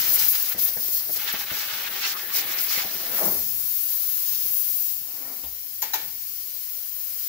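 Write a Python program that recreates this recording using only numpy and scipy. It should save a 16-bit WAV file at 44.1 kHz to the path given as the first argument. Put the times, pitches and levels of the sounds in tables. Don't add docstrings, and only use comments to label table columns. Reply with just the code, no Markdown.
import sys
import numpy as np
from scipy import signal
from scipy.fft import rfft, irfft
from scipy.io import wavfile

SR = 44100
rng = np.random.default_rng(int(sys.argv[2]) if len(sys.argv) > 2 else 0)


def inscribe(sig):
    pcm = np.round(np.clip(np.atleast_2d(sig).T, -1, 1) * 32767)
    wavfile.write(sys.argv[1], SR, pcm.astype(np.int16))


N = 321048
TIME = np.arange(N) / SR
HZ = np.maximum(np.arange(N // 2 + 1) * SR / N, 1)



def air_jet():
    nozzle_db, edge_db, hollow_db = flow_levels()
    nozzle_pan, edge_pan = in_time(AIM)
    contact = np.clip((hollow_db + 60.0) / 12, .2, 1)
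    flutter = contact * drift(5.1)
    hiss = nozzle_hiss(nozzle_db, nozzle_pan, contact, flutter)
    rush = edge_rush(edge_db, edge_pan, contact, flutter)
    from_left = from_side(hiss + rush, in_time(EAR_DELAY)[0])
    return from_left + hollow_roar(hollow_db, contact, flutter) + buffet_rumble(contact)


# (time [s], nozzle left minus right [dB], edges left minus right [dB])
AIM = [(0.0, 8.5, -0.5), (2.25, 10.5, -4), (2.51, 4.5, -3), (2.66, 10, -2.5), (2.88, 7, -4), (3.81, 12, 3),
       (3.89, 12.5, 0), (4.46, 10, -2), (4.66, 15, -1), (4.95, 11, 1.0), (5.31, 12.5, 0), (5.98, 8.5, 1.5),
       (6.14, 12, 0), (7.28, 12, 1)]
# (time [s], delay [s])
EAR_DELAY = [(0, 0.00016), (.9, .00022), (1.6, 0.00013), (2.6, 0.000046), (3.2, 0.000093), (3.9, 0.00022),
             (4.6, .00036), (5.4, 0.00042), (7.28, 0.0004)]

# (time [s], level [dB])
NOZZLE = [(0.0, -21.5), (0.12, -22.5), (0.45, -28.5), (0.8, -28.5), (1.5, -35), (2.24, -35.5),
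          (2.64, -31.5), (3.08, -33), (3.19, -26.5), (3.47, -29.5), (4.04, -26.5), (4.41, -29),
          (4.55, -26.5), (4.85, -27.5), (5.04, -35.5), (5.69, -37.0), (7.0, -34), (7.28, -31.5)]
# (time [s], level [dB])
EDGES = [(0.0, -31.5), (0.4, -37.5), (0.81, -42), (1.2, -40.5), (1.5, -42), (1.88, -43.5), (2.39, -37),
         (2.95, -40.5), (3.61, -44.5), (4.29, -42), (4.91, -45), (5.06, -48.5), (5.7, -50), (6.4, -47.5),
         (6.99, -48.5), (7.28, -44.5)]
# (time [s], level [dB])
HOLLOWS = [(0.0, -38.5), (0.51, -45), (0.81, -53.5), (1.11, -49), (1.22, -38.5), (2.0, -40), (2.56, -37.5),
           (3.0, -46.5), (3.16, -45), (3.26, -49), (3.42, -56.5), (4.25, -53.5), (4.62, -56), (4.73, -57.5),
           (5.02, -61), (5.69, -62), (7.01, -59), (7.28, -57)]
# (middle time [s], length [s], nozzle change [dB], edges change [dB], hollows change [dB])
CROSSINGS = [(0.045, 0.068, -6, -3, 0), (0.144, 0.043, 4, 0.5, -4), (0.175, 0.02, -5.5, 0, 2),
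             (0.2, 0.032, 1, 4.5, 0.5), (0.232, 0.043, 1, 1, 4), (0.306, 0.04, 5, -1.5, -6.5),
             (0.355, 0.012, 3, 4.5, 4), (0.426, 0.014, 2, -1, -5), (0.494, 0.015, 5, 3.5, -1),
             (0.521, 0.024, 2, 1.5, 6), (0.563, 0.036, -12, -7, -3.5), (0.587, 0.022, 5, 2.5, 0),
             (0.637, 0.046, 5.5, 0.5, 2), (0.68, 0.042, 2, 5.5, 4.5), (0.74, 0.11, -3.5, -5.5, -1.5),
             (0.955, 0.069, 6, 3.5, -2), (1.09, 0.071, 0, -4, -7), (1.133, 0.038, 4.5, 1, -9),
             (1.168, 0.017, 5.5, 4.5, -1), (1.242, 0.012, 2, -1, -4), (1.295, 0.039, 0.5, 6, 6.5),
             (1.354, 0.027, 1, 3, 4.5), (1.404, 0.04, 2, 4, 0), (1.455, 0.021, -2.0, -5, -7.5),
             (1.512, 0.014, 1, -2, 7), (1.573, 0.1, 4, 7, 1), (1.716, 0.012, -3, 1, 4.5),
             (1.865, 0.034, 0, 1, 4.5), (1.897, 0.017, 1, -6, -4), (2.033, 0.17, 2, 4.5, 2),
             (2.043, 0.042, -3.5, 1, 5.5), (2.155, 0.029, 0.5, -9, -6), (2.271, 0.11, -1, -11, -6.5),
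             (2.37, 0.068, 9, 4.5, -2.5), (2.47, 0.083, 0.5, -7, -1.5), (2.56, 0.038, 1, -10, -2.5),
             (2.636, 0.073, 4, -1.5, -4.5), (2.732, 0.062, 3.5, 6, 3.5), (2.801, 0.056, 2.5, 4.5, 8),
             (3.32, .07, 2, 1, 0.5), (3.44, 0.083, 0, 1.5, 0), (4.567, .1, 1.5, -1, 0.5)]


def flow_levels():
    levels = np.array(in_time(NOZZLE) + in_time(EDGES) + in_time(HOLLOWS))
    for s, length_s, *change_db in CROSSINGS:
        levels += np.outer(change_db, swell(s, length_s))
    return levels


# (frequency [Hz], relative level [dB per Hz])
NOZZLE_COLOUR = [(6000, -20.5), (8500, -23.5), (10000, -14.5), (11500, -8.5), (13000, -4), (15000, 1),
                 (15700, 2.5)]


def nozzle_hiss(level_db, pan_db, contact, flutter):
    echoed = reflected(garage(turbulence(NOZZLE_COLOUR)), share=0.35, path_s=0.0016, sway=.05)
    unsteady_db = 0.86 * flutter + 0.65 * contact * drift(64)
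    return placed(echoed, pan_db) * from_db(level_db + 1.04 + unsteady_db)


# (frequency [Hz], relative level [dB per Hz])
EDGE_COLOUR = [(1800, -7), (3200, -2), (4200, 1), (5400, 4), (7300, 4), (8400, -5), (10000, -8),
               (14000, -5)]
# (frequency [Hz], width [Hz], lift [dB], negative for a dip)
EDGE_MODES = [(3090, 87, 2.5), (4274, 90, 3), (4720, 90, 0.5), (5340, 630, 1), (6320, 25, -12),
              (7690, 250, 4.5)]


def edge_rush(level_db, pan_db, contact, flutter):
    echoed = reflected(garage(turbulence(EDGE_COLOUR, EDGE_MODES)), share=0.44, path_s=.002, sway=.05)
    unsteady_db = 1.9 * flutter + 1.0 * contact * drift(56)
    return placed(echoed, pan_db) * from_db(level_db + 0.58 + unsteady_db)


# (frequency [Hz], relative level [dB per Hz])
HOLLOW_COLOUR = [(500, -43), (800, -5), (1050, -5.5), (1400, 1.5), (2200, 1.5), (3000, 0.5), (4000, -1.5),
                 (7000, -30)]
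# (frequency [Hz], width [Hz], lift [dB])
RECESSES = [(211, 20, 4.5), (363, 32, 4), (415, 8.2, 1.5), (495, 13, 7.5), (647, 56, 4), (760, 16, 0.5),
            (857, 43, 2), (1142, 15, 3), (1535, 60, 1)]


def hollow_roar(level_db, contact, flutter):
    roar = garage(reflected(turbulence(HOLLOW_COLOUR, RECESSES), share=0.34, path_s=.003, sway=.05))
    unsteady_db = 0.5 * flutter + 1.6 * contact * drift(47)
    return roar * from_db(level_db + 2.1 + unsteady_db)


# (time [s], level [dB])
BUFFET = [(0, -52.5), (.12, -45), (.3, -58), (1.15, -54.5), (1.8, -52), (2.3, -52), (2.53, -44.5),
          (2.68, -54.5), (2.96, -48), (3.04, -46), (3.16, -41.5), (3.24, -43), (3.35, -43.5), (3.46, -57.5),
          (3.75, -66), (4.55, -63.5), (4.74, -69.5), (7.28, -79)]
# (frequency [Hz], relative level [dB per Hz])
BUFFET_COLOUR = [(50, -34), (110, -18), (210, 2.5), (280, 3.5), (500, 6), (800, 3.5), (1150, -0.5),
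                 (2200, -0.5)]


def buffet_rumble(contact):
    level_db = in_time(BUFFET)[0] + 2.0 * contact * drift(40)
    return garage(turbulence(BUFFET_COLOUR, RECESSES)) * from_db(level_db)


# (time [s], level [dB])
FLARES = [(0.284, -16), (0.398, -22), (0.425, -22), (0.649, -16), (0.881, -20), (1.326, -22)]


def flares():
    spits = bursts(FLARES, rise_s=0.00076, hold_s=0.0013, t60=0.037)
    return placed(turbulence(NOZZLE_COLOUR), pan_db=13) * spits


# (middle time [s], length [s], pitch at the middle [Hz], glide [octaves per s], level [dB])
HOLLOW_NOTES = [(1.295, 0.04, 1750, 0, -34), (1.527, 0.1, 1510, 0.18, -44), (1.763, 0.13, 1460, 0.96, -45),
                (2.05, 0.043, 2710, -0.15, -33), (2.047, 0.029, 4400, 0, -30.5),
                (2.156, 0.044, 1250, 0.26, -37.5), (2.22, 0.14, 1770, .8, -42.5),
                (2.322, .035, 1144, -0.082, -42), (2.382, 0.095, 2164, 0.98, -39),
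                (2.563, 0.25, 2156, 0, -41.5), (2.77, 0.11, 2196, 0.46, -36.5),
                (2.859, 0.052, 780, -0.5, -40), (3.052, .08, 682, 0.042, -46),
                (3.225, .045, 650, 0.049, -35)]
NOTE_WIDTH_SHARE, NOTE_WANDER_SHARE = 0.082, 0.015


def hollow_notes():
    out = np.zeros((2, N))
    for s, length_s, hz, glide, level_db in HOLLOW_NOTES:
        octaves = glide * np.clip(TIME - s, -length_s, length_s)
        pitch = hz * 2 ** octaves * (1 + NOTE_WANDER_SHARE * drift(12))
        out += narrow_band(pitch, NOTE_WIDTH_SHARE * hz) * swell(s, length_s) * from_db(level_db)
    return out


# (time [s], level [dB])
PUFFS = [(0.545, -27.5), (0.577, -30), (0.682, -37), (0.766, -26.5), (0.882, -35.5), (1.09, -29.5),
         (1.161, -32), (1.335, -25.5), (1.514, -27), (2.15, -33), (2.774, -26), (2.845, -27)]
# (frequency [Hz], relative level [dB per Hz])
PUFF_COLOUR = [(40, -7), (80, 3), (170, 2.5), (400, 1), (750, 2.5), (1100, -9), (2000, 2), (4000, -56)]


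def puffs():
    air = turbulence(PUFF_COLOUR, RECESSES, own=0.36)
    return from_db(-11.5) * air * bursts(PUFFS, rise_s=0.0014, hold_s=0.0054, t60=0.12)


# (middle of band [Hz], level [dB])
WHOOSH_BANDS = [(210, -38), (420, -36), (800, -37.5), (1500, -43.5)]
WHOOSH_S, WHOOSH_LENGTH_S, WHOOSH_LAG_S_PER_OCTAVE = 3.2, 0.081, 0.019


def whoosh():
    out = np.zeros((2, N))
    for hz, level_db in WHOOSH_BANDS:
        colour = [(hz / 2, -32), (hz / np.sqrt(2), -4), (hz, 0), (hz * np.sqrt(2), -4), (hz * 2, -20)]
        start_s = WHOOSH_S + WHOOSH_LAG_S_PER_OCTAVE * np.log2(WHOOSH_BANDS[1][0] / hz)
        envelope = bursts([(start_s, level_db)], rise_s=0.011, hold_s=WHOOSH_LENGTH_S, t60=0.37)
        out += turbulence(colour, RECESSES) * envelope
    gusts = from_db(1.5 * drift(45))
    return out * gusts


# (time [s], level [dB])
CLACKS = [(5.820, -23), (5.9345, -20)]
# (frequency [Hz], relative level [dB per Hz])
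TICK_COLOUR = [(600, -3), (2000, -2), (7000, -3), (9000, -13), (13000, 15), (16000, 10)]
# (frequency [Hz], relative level [dB per Hz])
CLACK_COLOUR = [(200, -21), (600, -10), (900, 1.5), (1300, -5), (3000, -9), (7000, -1), (8500, -17),
                (11000, -2), (13500, 15.5), (16000, -1)]
# (frequency [Hz], width [Hz], lift at first blow [dB], lift at second blow [dB])
CLACK_MODES = [(770, 60, 8, 8), (878, 60, 7, 15.5), (990, 62, 8, 2), (1460, 65, 7, 13),
               (1740, 82, 11, 15.5), (1910, 60, 13, 11), (2208, 36, 17, -3), (2330, 42, 2, 15.5),
               (2860, 80, -3, 5), (3540, 40, 3, 13), (3900, 58, -5, 17.5), (4380, 35, 6, -4),
               (5540, 60, 11, 9), (6250, 110, 5, 10), (6850, 130, 17, 10)]
# (frequency [Hz], relative level [dB per Hz])
TAIL_COLOUR = [(120, -20), (330, -6.5), (900, -5.5), (2200, -0.5), (5000, -4), (9000, -10.5), (15000, -12)]
# (frequency [Hz], level relative to the blow [dB], time to fall 60 dB [s])
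CLACK_RINGS = [(870, -23.5, 0.49), (2330, -31, 0.74)]
RING_WIDTH_HZ = 41
TICK_ABOVE_CRACK_DB = -3
CLACK_EAR_DELAY_S = -.00012


def clacks():
    tick = placed(turbulence(TICK_COLOUR), pan_db=10) * from_db(TICK_ABOVE_CRACK_DB)
    out = tick * bursts(CLACKS, rise_s=.0001, hold_s=0.0008, t60=0.01)
    for k, blow in enumerate(CLACKS):
        modes = [(hz, width, lifts_db[k]) for hz, width, *lifts_db in CLACK_MODES]
        crack = turbulence(CLACK_COLOUR, modes) * bursts([blow], rise_s=0.0012, hold_s=0.0071, t60=0.12)
        room = garage(turbulence(TAIL_COLOUR, RECESSES) + 0.71 * turbulence(TAIL_COLOUR, modes))
        tail = from_db(-16.0) * room * bursts([blow], rise_s=0.004, hold_s=0.012, t60=0.52)
        out += crack + tail
    for hz, level_db, t60 in CLACK_RINGS:
        ring = narrow_band(hz, RING_WIDTH_HZ) * from_db(level_db)
        out += ring * bursts(CLACKS, rise_s=0.004, hold_s=0.01, t60=t60)
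    return from_side(out, CLACK_EAR_DELAY_S)


# (time [s], level [dB])
RUSTLE = [(4.97, -79), (5.07, -58.5), (5.2, -52.5), (5.3, -48), (5.36, -53.5), (5.42, -58.5), (5.58, -73)]
# (frequency [Hz], relative level [dB per Hz])
RUSTLE_COLOUR = [(120, -12), (260, -1), (600, -1), (950, -2), (1300, -5.5), (2500, -7)]
# (frequency [Hz], width [Hz], lift [dB])
RUSTLE_MODES = [(273, 35, 6), (714, 36, 5.5)]


def rustle():
    level_db, = in_time(RUSTLE)
    sounding = (TIME > RUSTLE[0][0]) & (TIME < RUSTLE[-1][0])
    return turbulence(RUSTLE_COLOUR, RUSTLE_MODES) * sounding * from_db(level_db + 1.2 * drift(25))


# (frequency [Hz], relative level [dB per Hz])
KNOCK_COLOUR = [(120, 0), (400, -7), (750, -2), (1050, -4), (1500, -13), (4000, -6)]
THUMP_S, THUMP_HZ, THUMP_DB, THUMP_T60 = 5.437, 69, -48, .35


def thump():
    boom = np.sin(2 * np.pi * THUMP_HZ * (TIME - THUMP_S))
    boom = boom * bursts([(THUMP_S, THUMP_DB)], rise_s=.004, hold_s=0.042, t60=THUMP_T60)
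    knock = turbulence(KNOCK_COLOUR, RUSTLE_MODES)
    return boom + knock * bursts([(5.432, -45.5)], rise_s=0.0012, hold_s=0.0078, t60=0.24)


# (middle time [s], length [s], level [dB])
GUSTS = [(0.048, 0.15, -53), (0.23, 0.13, -51), (3.374, 0.1, -52), (3.554, 0.26, -58), (4.445, 0.29, -61.5),
         (4.994, 0.12, -62), (6.094, 0.15, -59)]
# (frequency [Hz], relative level [dB per Hz])
WIND_COLOUR = [(25, -24), (60, -5.5), (115, 2), (170, 1), (260, -8), (500, -20)]
WIND_BELOW_BUFFET_DB = -14


def microphone_wind():
    steady = from_db(in_time(BUFFET)[0] + WIND_BELOW_BUFFET_DB)
    gusts = sum(from_db(level_db) * swell(s, length_s) for s, length_s, level_db in GUSTS)
    lumps = from_db(1.5 * drift(13))
    return turbulence(WIND_COLOUR, own=0.17) * np.hypot(steady, gusts) * lumps


# (frequency [Hz], relative level [dB per Hz])
GARAGE_COLOUR = [(20, -27), (40, -1.5), (70, 1), (115, 0), (180, -10.5), (300, -12), (1000, -12)]
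GARAGE_DB = -65


def garage_rumble():
    return from_db(GARAGE_DB) * turbulence(GARAGE_COLOUR, own=0.1)


# (frequency [Hz], left-right likeness [0 to 1])
LIKENESS = [(30, 1), (120, 1), (300, 0.93), (650, 0.76), (1400, 0.45), (3000, 0.38), (7000, 0.25),
            (15000, 0.19)]
# (frequency [Hz], right minus left [dB])
SHADE = [(100, -1.5), (300, -2.5), (700, -2), (1300, -4), (2500, -1.5), (3500, -0.5), (4700, 4), (6200, 0),
         (7500, -12.5), (8500, -8.5), (10000, -6), (12000, -5.5), (14500, -12), (16000, -5.5)]


def turbulence(colour, modes=(), own=0):
    gain = from_db(at_hz(colour, beyond=-70))
    for hz, width, lift_db in modes:
        gain = gain * (1 + (from_db(lift_db) - 1) / (1 + (2 * (HZ - hz) / width) ** 2))
    alike = np.clip(at_hz(LIKENESS) * (1 - own), -1, 1)
    white = rng.standard_normal((2, 2 * len(HZ))).view(complex)
    mid, side = white * gain * np.sqrt([1 + alike, 1 - alike])
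    pair = irfft(np.array([mid + side, (mid - side) * from_db(at_hz(SHADE))]), N)
    return pair / pair.mean(0).std()


def narrow_band(hz, width_hz):
    phase = 2 * np.pi * np.cumsum(hz * np.ones(N)) / SR
    cos, sin = np.cos(phase), np.sin(phase)
    return np.array([drift(width_hz) * cos + drift(width_hz) * sin for ear in range(2)])


def drift(rate, order=24):
    white = rfft(rng.standard_normal(N // order))
    slow = irfft(white / (1 + (HZ[:len(white)] / rate) ** 2))
    return np.interp(np.arange(N) / order, np.arange(len(slow)), slow / slow.std())


def bursts(events, rise_s, hold_s, t60):
    power = np.zeros(N)
    age = TIME[:SR]
    shape = (1 - np.exp(-age / rise_s)) * from_db(-60 * np.maximum(age - hold_s, 0) / t60)
    for s, level_db in events:
        start = round(s * SR)
        power[start:start + SR] += (from_db(level_db) * shape) ** 2
    return np.sqrt(power)


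SWELL_STEEPNESS = 3.1


def swell(s, length_s):
    near, out = np.abs(TIME - s) < 2 * length_s, np.zeros(N)
    out[near] = .5 ** (np.abs(2 * (TIME[near] - s) / length_s) ** SWELL_STEEPNESS)
    return out


def reflected(pair, share, path_s, sway, count=3):
    out = pair.copy()
    for k in range(count):
        wander = drift(.7)
        for ear in range(2):
            lag = path_s * (k + rng.uniform(.5, 1)) * (1 + sway * wander)
            out[ear] += share * delayed(pair[ear], lag)
    return out / np.sqrt(1 + count * share ** 2)


ECHO_SWAY_S = .00012


def garage(pair, share=0.12, count=8):
    out = pair.copy()
    swayed = delayed(pair, ECHO_SWAY_S * drift(.7))
    for k in range(count):
        for ear in range(2):
            lag = round(rng.uniform(.004, .028) * SR)
            out[ear] += share * (-1) ** k * np.roll(swayed[ear], lag)
    return out / np.sqrt(1 + count * share ** 2)


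def placed(pair, pan_db):
    sides = from_db(np.array([[1], [-1]]) * pan_db / 2)
    return 2 * pair / pair.std(1, keepdims=True) * sides / np.hypot(*sides)


def from_side(pair, delay_s):
    return np.array([pair[0], delayed(pair[1], delay_s)])


def delayed(sound, delay_s):
    return sound[..., np.rint((TIME - delay_s) * SR).astype(int) % N]


def from_db(db):
    return 10 ** (np.asarray(db) / 20)


def in_time(rows):
    s, *columns = np.transpose(rows)
    return [np.interp(TIME, s, c) for c in columns]


def at_hz(points, beyond=None):
    hz, value = np.transpose(points)
    return np.interp(np.log(HZ), np.log(hz), value, left=beyond, right=beyond)


def scene():
    air = air_jet() + flares() + hollow_notes() + puffs() + whoosh() + microphone_wind()
    return air + clacks() + rustle() + thump() + garage_rumble()


def record(dry):
    return signal.sosfilt(signal.ellip(12, .1, 75, 15850, fs=SR, output="sos"), dry)


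dry = scene()
out = record(dry)
inscribe(out)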